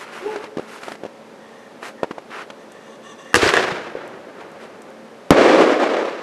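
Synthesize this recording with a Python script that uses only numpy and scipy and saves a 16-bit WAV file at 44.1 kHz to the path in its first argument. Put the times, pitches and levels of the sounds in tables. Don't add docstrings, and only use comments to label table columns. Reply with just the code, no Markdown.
import sys
import numpy as np
from scipy import signal
from scipy.fft import rfft, irfft, next_fast_len
from scipy.io import wavfile
from scipy.ndimage import map_coordinates

SR = 44100
rng = np.random.default_rng(int(sys.argv[2]) if len(sys.argv) > 2 else 0)


def master(y):
    cut = np.clip(np.atleast_2d(y).T, -1, 1)
    pcm = np.round(cut * 32767)
    wavfile.write(sys.argv[1], SR, pcm.astype(np.int16))


N = 274302
T = np.arange(N) / SR


def from_db(db):
    return 10 ** (np.asarray(db) / 20)


def rms_one(x):
    return x / np.sqrt(np.mean(x ** 2) + 1e-20)


def cut(x, hz, kind, order=2):
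    sections = signal.butter(order, np.clip(hz, 10, .45 * SR), kind, fs=SR, output="sos")
    return signal.sosfilt(sections, x + 1e-18)


def smooth_low(x, hz, order):
    return signal.sosfiltfilt(signal.butter(order, hz, fs=SR, output="sos"), x)


def colour(x, spectrum):
    hz, db = np.transpose(spectrum)
    size = next_fast_len(N)
    bins = np.maximum(np.arange(size // 2 + 1) * SR / size, 1)
    gain = from_db(np.interp(np.log(bins), np.log(hz), db))
    return rms_one(irfft(rfft(x, size) * gain, size)[:N])


def jumpy_gain(depth_db, per_s):
    steps = rng.standard_normal(N)
    return from_db(depth_db * np.interp(T * per_s, np.arange(N), steps))


def grainy(depth_db, per_s):
    return rms_one(rng.standard_normal(N) * jumpy_gain(depth_db, per_s))


def resonate(x, hz, width):
    r = np.exp(-np.pi * width / SR)
    feedback = [1, -2 * r * np.cos(2 * np.pi * hz / SR), r * r]
    return signal.lfilter(np.array([1, 0, -1]) * (1 - r * r) / 2, feedback, x)


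def resonate_twice(x, hz, width, second_width):
    return resonate(resonate(x, hz, width), hz, second_width)


def add(out, s, sound):
    i = int(np.clip(round(s * SR), 0, N - 1))
    out[i:i + len(sound)] += sound[:N - i]


def thud(db, hz, cycles):
    t = T[:SR // 10]
    age = t * hz / cycles
    envelope = 2 * np.e * age * np.exp(-2 * age)
    return from_db(db) * -np.sin(2 * np.pi * hz * t) * envelope


def swell(start, length, attack, release, arch_db):
    age = T - start
    skirts = np.minimum(age, 0) / attack - np.maximum(age - length, 0) / release
    arch = np.sin(np.pi * np.clip(age / length, 0, 1))
    return np.exp(np.maximum(skirts, -20)) * from_db(arch_db * (arch - 1))


def echoes(rows, build_s):
    power = 0
    for s, db, hold, fade_db_per_s in rows:
        fading = np.maximum(T - s - build_s - hold, 0)
        build = np.clip((T - s) / build_s, 0, 1)
        power = power + (build * from_db(db - fade_db_per_s * fading)) ** 2
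    return np.sqrt(power)


def scatter(spectrum, middle_s, dulling_db, bass_loss_db, grain_db, clump_db):
    rest = colour(grainy(grain_db, per_s=340), spectrum)
    rest = rms_one(rest * jumpy_gain(clump_db, per_s=70))
    out = 0
    late = np.clip(T - middle_s, -.3, .7)
    for edge in 125 * 2 ** np.arange(7):
        band = smooth_low(rest, edge * np.sqrt(2), order=3)
        loss = dulling_db * (np.sqrt(edge / 700) - 1) + bass_loss_db * (125 / edge) ** 2
        out = out + band * from_db(-loss * late)
        rest = rest - band
    return out + rest * from_db(-loss * late)


def burst(bass_edge_hz=230, thump_db=-18, thump_hz=70, thump_s=0.015, crack_db=-4, crack_s=0.002,
          roll_db=0.68, ground_s=0.00173, ground_share=0.088):
    # start in seconds, level in dB before filtering,
    # length of the pressure wave in seconds, treble edge in Hz.
    waves = [(5.3063, 27.5, 0.0016, 4900), (5.3156, 4.5, 0.0034, 900), (5.3297, 0, 0.003, 900),
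             (5.385, -12, 0.0061, 900), (5.622, -8.5, 0.00235, 2000), (5.726, -12, 0.0014, 1100),
             (5.799, -12, 0.0017, 1200)]
    # frequency in Hz, relative level in dB per Hz.
    roll_colour = [(24, -66), (40, -38), (113, -33.5), (232, -8.5), (325, -1.5), (413, -2.5), (501, -1),
                   (915, -12), (1190, -13), (2080, -18.5), (2290, -19.5), (3280, -26), (5310, -34),
                   (7800, -42.5), (12600, -61), (16400, -93), (22000, -120)]
    # arrival in seconds,
    # level in dB before roll_db, hold in seconds, fade in dB per second.
    roll_echoes = [(5.295, -11, 0.0045, 119), (5.36, -11, 0.24, 53), (5.788, -16, 0.017, 36),
                   (5.93, -27, .05, 21)]
    burst_s = waves[0][0]
    out, t = np.zeros(N), T[:SR // 10]
    for s, db, length, edge_hz in waves:
        n_wave = from_db(db) * (1 - 2 * t / length) * (t < length)
        add(out, s, cut(n_wave, edge_hz, "low"))
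    out = cut(out, bass_edge_hz, "high")
    tearing = rms_one(cut(rng.standard_normal(len(t)), 4000, "low", order=1))
    crack = from_db(crack_db) * tearing * np.exp(-t / crack_s)
    thump = from_db(thump_db) * np.sin(2 * np.pi * thump_hz * t) * np.exp(-t / thump_s)
    add(out, burst_s, crack - thump)
    hills = scatter(roll_colour, middle_s=5.58, dulling_db=1.5, bass_loss_db=23, grain_db=1.25, clump_db=1.5)
    hills = hills + ground_share * np.interp(T - ground_s, T, hills)
    return out + from_db(roll_db) * echoes(roll_echoes, build_s=0.011) * hills * (T > burst_s)


def lift(gas_db=-4, lane_db=-1, ring_db=3, bass_edge_hz=240, snow_hz=9500, smear_db=-8, smear_s=0.0022,
         boom_db=-12.5, boom_hz=102, boom_loss_db_per_s=39):
    # start in seconds, level in dB before filtering,
    # fading time of the gas in seconds, treble edge in Hz.
    shots = [(3.343, 8.5, 0.0013, 4100), (3.353, -5.5, 0.0098, 10000), (3.359, 0, 0.0022, 7500),
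             (3.490, -6.5, 0.0058, 4030), (3.538, -4, 0.0032, 3500), (3.568, -5, 0.0024, 2500),
             (3.574, -4, 0.0011, 2000)]
    # pitch in Hz, level in dB before ring_db,
    # time to fade by 60 dB in seconds.
    ring_tones = [(485, -22.5, 0.15), (1210, -17, 0.025), (1750, 2, 0.0059), (2760, -7, 0.0086)]
    # start in seconds, peak level in dB of the envelope, pitch in Hz.
    dull_thumps = [(3.346, -16, 480), (3.3669, -11, 366), (3.430, -5, 372), (3.462, -8.5, 390),
                   (3.573, -14.5, 420), (3.718, -23, 169), (3.952, -15.5, 477), (3.970, -21, 503)]
    # frequency in Hz, relative level in dB per Hz.
    lane_colour = [(24, -67), (40, -81.5), (84, -18.5), (154, -19.5), (191, -12), (221, -20), (375, -3.5),
                   (539, -6.5), (669, -7), (915, -10.5), (1630, -7.5), (2080, -11), (6750, -26),
                   (10400, -38.5), (12600, -43), (16400, -79), (22000, -120)]
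    # arrival in seconds,
    # level in dB before lane_db, hold in seconds, fade in dB per second.
    lane_echoes = [(3.335, -18.5, .02, 51), (3.412, -14.5, 0.057, 123), (3.53, -17.5, 0.058, 48),
                   (3.945, -32, 0.016, 25), (4.36, -39, .05, 13)]
    shot_s = shots[0][0]
    out, t = np.zeros(N), T[:SR // 10]
    ring = -sum(from_db(ring_db + db - 60 * t / t60) * np.sin(2 * np.pi * hz * t)
                for hz, db, t60 in ring_tones)
    for s, db, length, edge_hz in shots:
        gas = from_db(gas_db) * rng.standard_normal(len(t)) * np.exp(-t / length)
        # far, rough surfaces spread the ring over a few milliseconds
        far = np.clip((s - shot_s) / 0.056, 0, 1)
        spread = rms_one(signal.fftconvolve(rng.standard_normal(2 * len(t) - 1), ring, "valid"))
        spread = spread * t / smear_s * np.exp(1 - t / smear_s)
        shot = ring + gas + from_db(smear_db) * spread * far
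        add(out, s, from_db(db) * cut(shot, edge_hz, "low", order=1))
    out = cut(cut(out, bass_edge_hz, "high"), snow_hz, "low", order=3)
    for s, db, hz in dull_thumps:
        deep_db = db + boom_db - boom_loss_db_per_s * (s - shot_s)
        add(out, s, thud(db, hz, cycles=1.46) + thud(deep_db, boom_hz, cycles=1.2))
    lane = scatter(lane_colour, middle_s=3.47, dulling_db=13.5, bass_loss_db=1, grain_db=1.0, clump_db=1.35)
    lane = cut(lane, 106, "high", order=1)
    return out + from_db(lane_db) * echoes(lane_echoes, build_s=0.0098) * lane * (T > shot_s)


def fuse(waver=0.00826, whistle_hz=1840, whistle_width_hz=150):
    # pitch in Hz, basic width in Hz, relative level in dB.
    mortar = [(1115, 55, 10), (1777, 55, 7.5), (2810, 78, 1.5), (3470, 240, -2.5), (6000, 260, -6),
              (6560, 300, -15), (7850, 1400, -16.5), (8700, 300, -35)]
    # start in seconds, length in seconds, hiss level in dB,
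    # whistle level in dB (both at the top of the arch).
    spurts = [(1.40, 0.3, -56, -54), (1.977, 0.032, -63, -47), (2.59, 0.053, -55, -51),
              (2.7, 0.11, -54, -55), (2.83, 0.13, -49, -57), (3.041, 0.094, -42.5, -58),
              (3.19, 0.034, -41.5, -55), (3.257, .08, -46.5, -47)]
    jet = grainy(1.8, per_s=110)
    pipe = 0
    for k, (hz, width, db) in enumerate(mortar):
        pipe = pipe + (-1) ** k * from_db(db) * resonate_twice(jet, hz, 1.1 * width, 3 * width)
    speed = 1 + waver * rms_one(cut(rng.standard_normal(N), 22.2, "low"))
    hiss = rms_one(map_coordinates(pipe, [np.cumsum(speed)], order=3))
    whistle = resonate_twice(rng.standard_normal(N), whistle_hz, whistle_width_hz, 2 * whistle_width_hz)
    whistle = rms_one(whistle)
    out = 0
    for s, length, hiss_db, whistle_db in spurts:
        gain = swell(s, length, attack=0.0093, release=0.017, arch_db=3.5)
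        out = out + gain * (from_db(hiss_db) * hiss + from_db(whistle_db) * whistle)
    return out


def sparks():
    # start in seconds, peak level in dB, pitch in Hz, width of the resonance in Hz.
    snaps = [(2.72, -37, 6850, 4000), (3.249, -42, 2500, 2950), (3.331, -25, 1300, 600),
             (3.369, -14, 4370, 900), (3.476, -9.5, 4640, 350), (4.077, -40, 8000, 4000),
             (4.517, -43, 7500, 3000), (4.8193, -38, 8000, 2420), (4.903, -49, 9000, 3000)]
    out, t = np.zeros(N), T[:SR // 20]
    for s, db, hz, width in snaps:
        snap = resonate(rng.standard_normal(len(t)) * np.exp(-t / 0.0026), hz, width)
        add(out, s, from_db(db) * snap / np.abs(snap).max())
    return out


def knocks(scuff_s=0.0026, scuff_hz=2400, scuff_gain_db=-5, bass_edge_hz=150, case_db=-13, case_t60=0.055):
    # start in seconds, level in dB before the bass cut,
    # pitch of the case in Hz, scuff level in dB before scuff_gain_db.
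    touches = [(0.359, -17.5, 590, -23.5), (0.440, -16.5, 516, -26), (0.5703, -11, 310, -25.5),
               (0.583, -14.5, 479, -30), (0.5948, -11.5, 423, -31), (0.832, -27, 497, -25),
               (0.882, -17, 546, -25), (0.918, -18.5, 540, -25), (0.953, -24.5, 503, -31),
               (1.035, -15.5, 424, -30.5), (1.051, -16, 487, -34), (1.061, -20, 450, -32.5),
               (1.829, -17, 1100, -31), (2.0317, -2.5, 587, -21), (2.043, -12.5, 544, -35),
               (2.109, -16.5, 313, -28), (2.112, -17, 1090, -30), (2.182, -16.5, 670, -32),
               (2.305, -28, 1100, -32.5), (2.501, -24, 610, -24.5)]
    out, t = np.zeros(N), T[:SR // 10]
    for s, db, hz, scuff_db in touches:
        skin = cut(rng.standard_normal(len(t)), scuff_hz, "low", order=1)
        skin = rms_one(cut(cut(skin, 2100, "low", order=1), 250, "high"))
        scuff = from_db(scuff_db + scuff_gain_db) * skin * t / scuff_s * np.exp(1 - t / scuff_s)
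        rattle = rms_one(resonate(rng.standard_normal(len(t)), hz, hz))
        rattle = rattle * from_db(db + case_db - 60 * t / case_t60) / 2
        add(out, s, thud(db, hz, cycles=0.66) + scuff + cut(rattle, 2400, "low"))
    return cut(out, bass_edge_hz, "high")


def sleeves(gain_db=-1, sheen_hz=4500):
    # frequency in Hz, relative level in dB per Hz.
    cloth = [(180, -45), (300, -5.5), (437, -3.5), (495, -9.5), (830, -5), (1390, -2.5), (2770, -10),
             (3390, -15), (11300, -28), (12600, -33), (16400, -64), (22000, -120)]
    # start in seconds, length in seconds, level in dB before gain_db,
    # extra treble in dB.
    strokes = [(0, 0.041, -34.5, 0.5), (.06, 0.047, -38.5, -10), (0.127, 0.078, -32.5, -4.5),
               (0.223, 0.094, -36.5, -4), (0.318, 0.07, -34.5, -8), (0.411, 0.056, -36, -7),
               (0.592, 0.065, -43.5, -2), (0.687, 0.1, -38.5, 3.5), (0.819, 0.12, -38, 3.5),
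               (1.834, 0.06, -32, 1), (2.32, .11, -30.5, -11.5), (4.408, .01, -36, -11),
               (4.607, 0.051, -41, -2)]
    fibres = colour(grainy(1.8, per_s=830), cloth)
    body = smooth_low(fibres, sheen_hz, order=1)
    sheen = fibres - body
    out = 0
    for s, length, db, sheen_db in strokes:
        gain = from_db(gain_db + db) * swell(s, length, attack=.013, release=0.014, arch_db=3)
        out = out + gain * (body + from_db(sheen_db) * sheen)
    return out


def dog(bark_s=.249, bark_db=-24.5, bark_hz=428.8, scoop_hz=29.84, scoop_s=0.014, rough=0.028, flutter=0.42,
        mouth_lag_s=0.023, wall_delay_s=.108, wall_db=-8, echo_db=-10, echo_t60=0.85):
    # multiple of the pitch, level in dB relative to bark_db.
    partials = [(1, 1), (2, -7.5), (3, -36)]
    scoop = scoop_hz * np.exp(-np.clip((T - bark_s) / scoop_s, -.8, 20))
    pitch = (bark_hz - scoop) * (1 + rough * rms_one(cut(rng.standard_normal(N), 140, "low")))
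    phase = 2 * np.pi * np.cumsum(pitch) / SR
    bark = 0
    for k, (_, db) in enumerate(partials):
        effort = swell(bark_s + k * mouth_lag_s, 0.038, attack=0.021, release=0.053, arch_db=3)
        shake = 1 + flutter * rms_one(cut(rng.standard_normal(N), 73, "low"))
        bark = bark + from_db(bark_db + db) * effort * shake * np.sqrt(2) * np.sin((k + 1) * phase)
    t = T[:SR // 2]
    houses = rms_one(rng.standard_normal(len(t)) * from_db(-60 * t / echo_t60) * (t > .04)) / np.sqrt(len(t))
    wall = sum(from_db(k * wall_db) * np.interp(T - k * wall_delay_s, T, bark) for k in (1, 2))
    wall = cut(wall, 900, "low")
    return bark + wall + from_db(echo_db) * signal.fftconvolve(bark, houses)[:N]


def hum(db=-53, hz=224, width_hz=9):
    return from_db(db) * rms_one(resonate_twice(rng.standard_normal(N), hz, width_hz, 3 * width_hz))


def night_air(db=-42):
    # frequency in Hz, relative level in dB per Hz.
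    air_colour = [(18, -65), (30, -44), (140, -11.5), (216, -3), (376, -3.5), (449, 2.5), (484, -4.5),
                  (536, 4), (608, -3), (673, -5.5), (934, -8), (1850, -15), (2840, -20.5), (5620, -27.5),
                  (12600, -39), (16400, -69), (22000, -120)]
    return from_db(db) * colour(rng.standard_normal(N), air_colour)


def scene():
    firework = burst() + lift() + fuse() + sparks()
    return (firework + knocks() + sleeves() + dog() + hum() + night_air())[None]


def record(dry):
    clipped = dry / (1 + (dry / .97) ** 8) ** (1 / 8)
    return smooth_low(clipped, 12700, order=20)


dry = scene()
out = record(dry)
master(out)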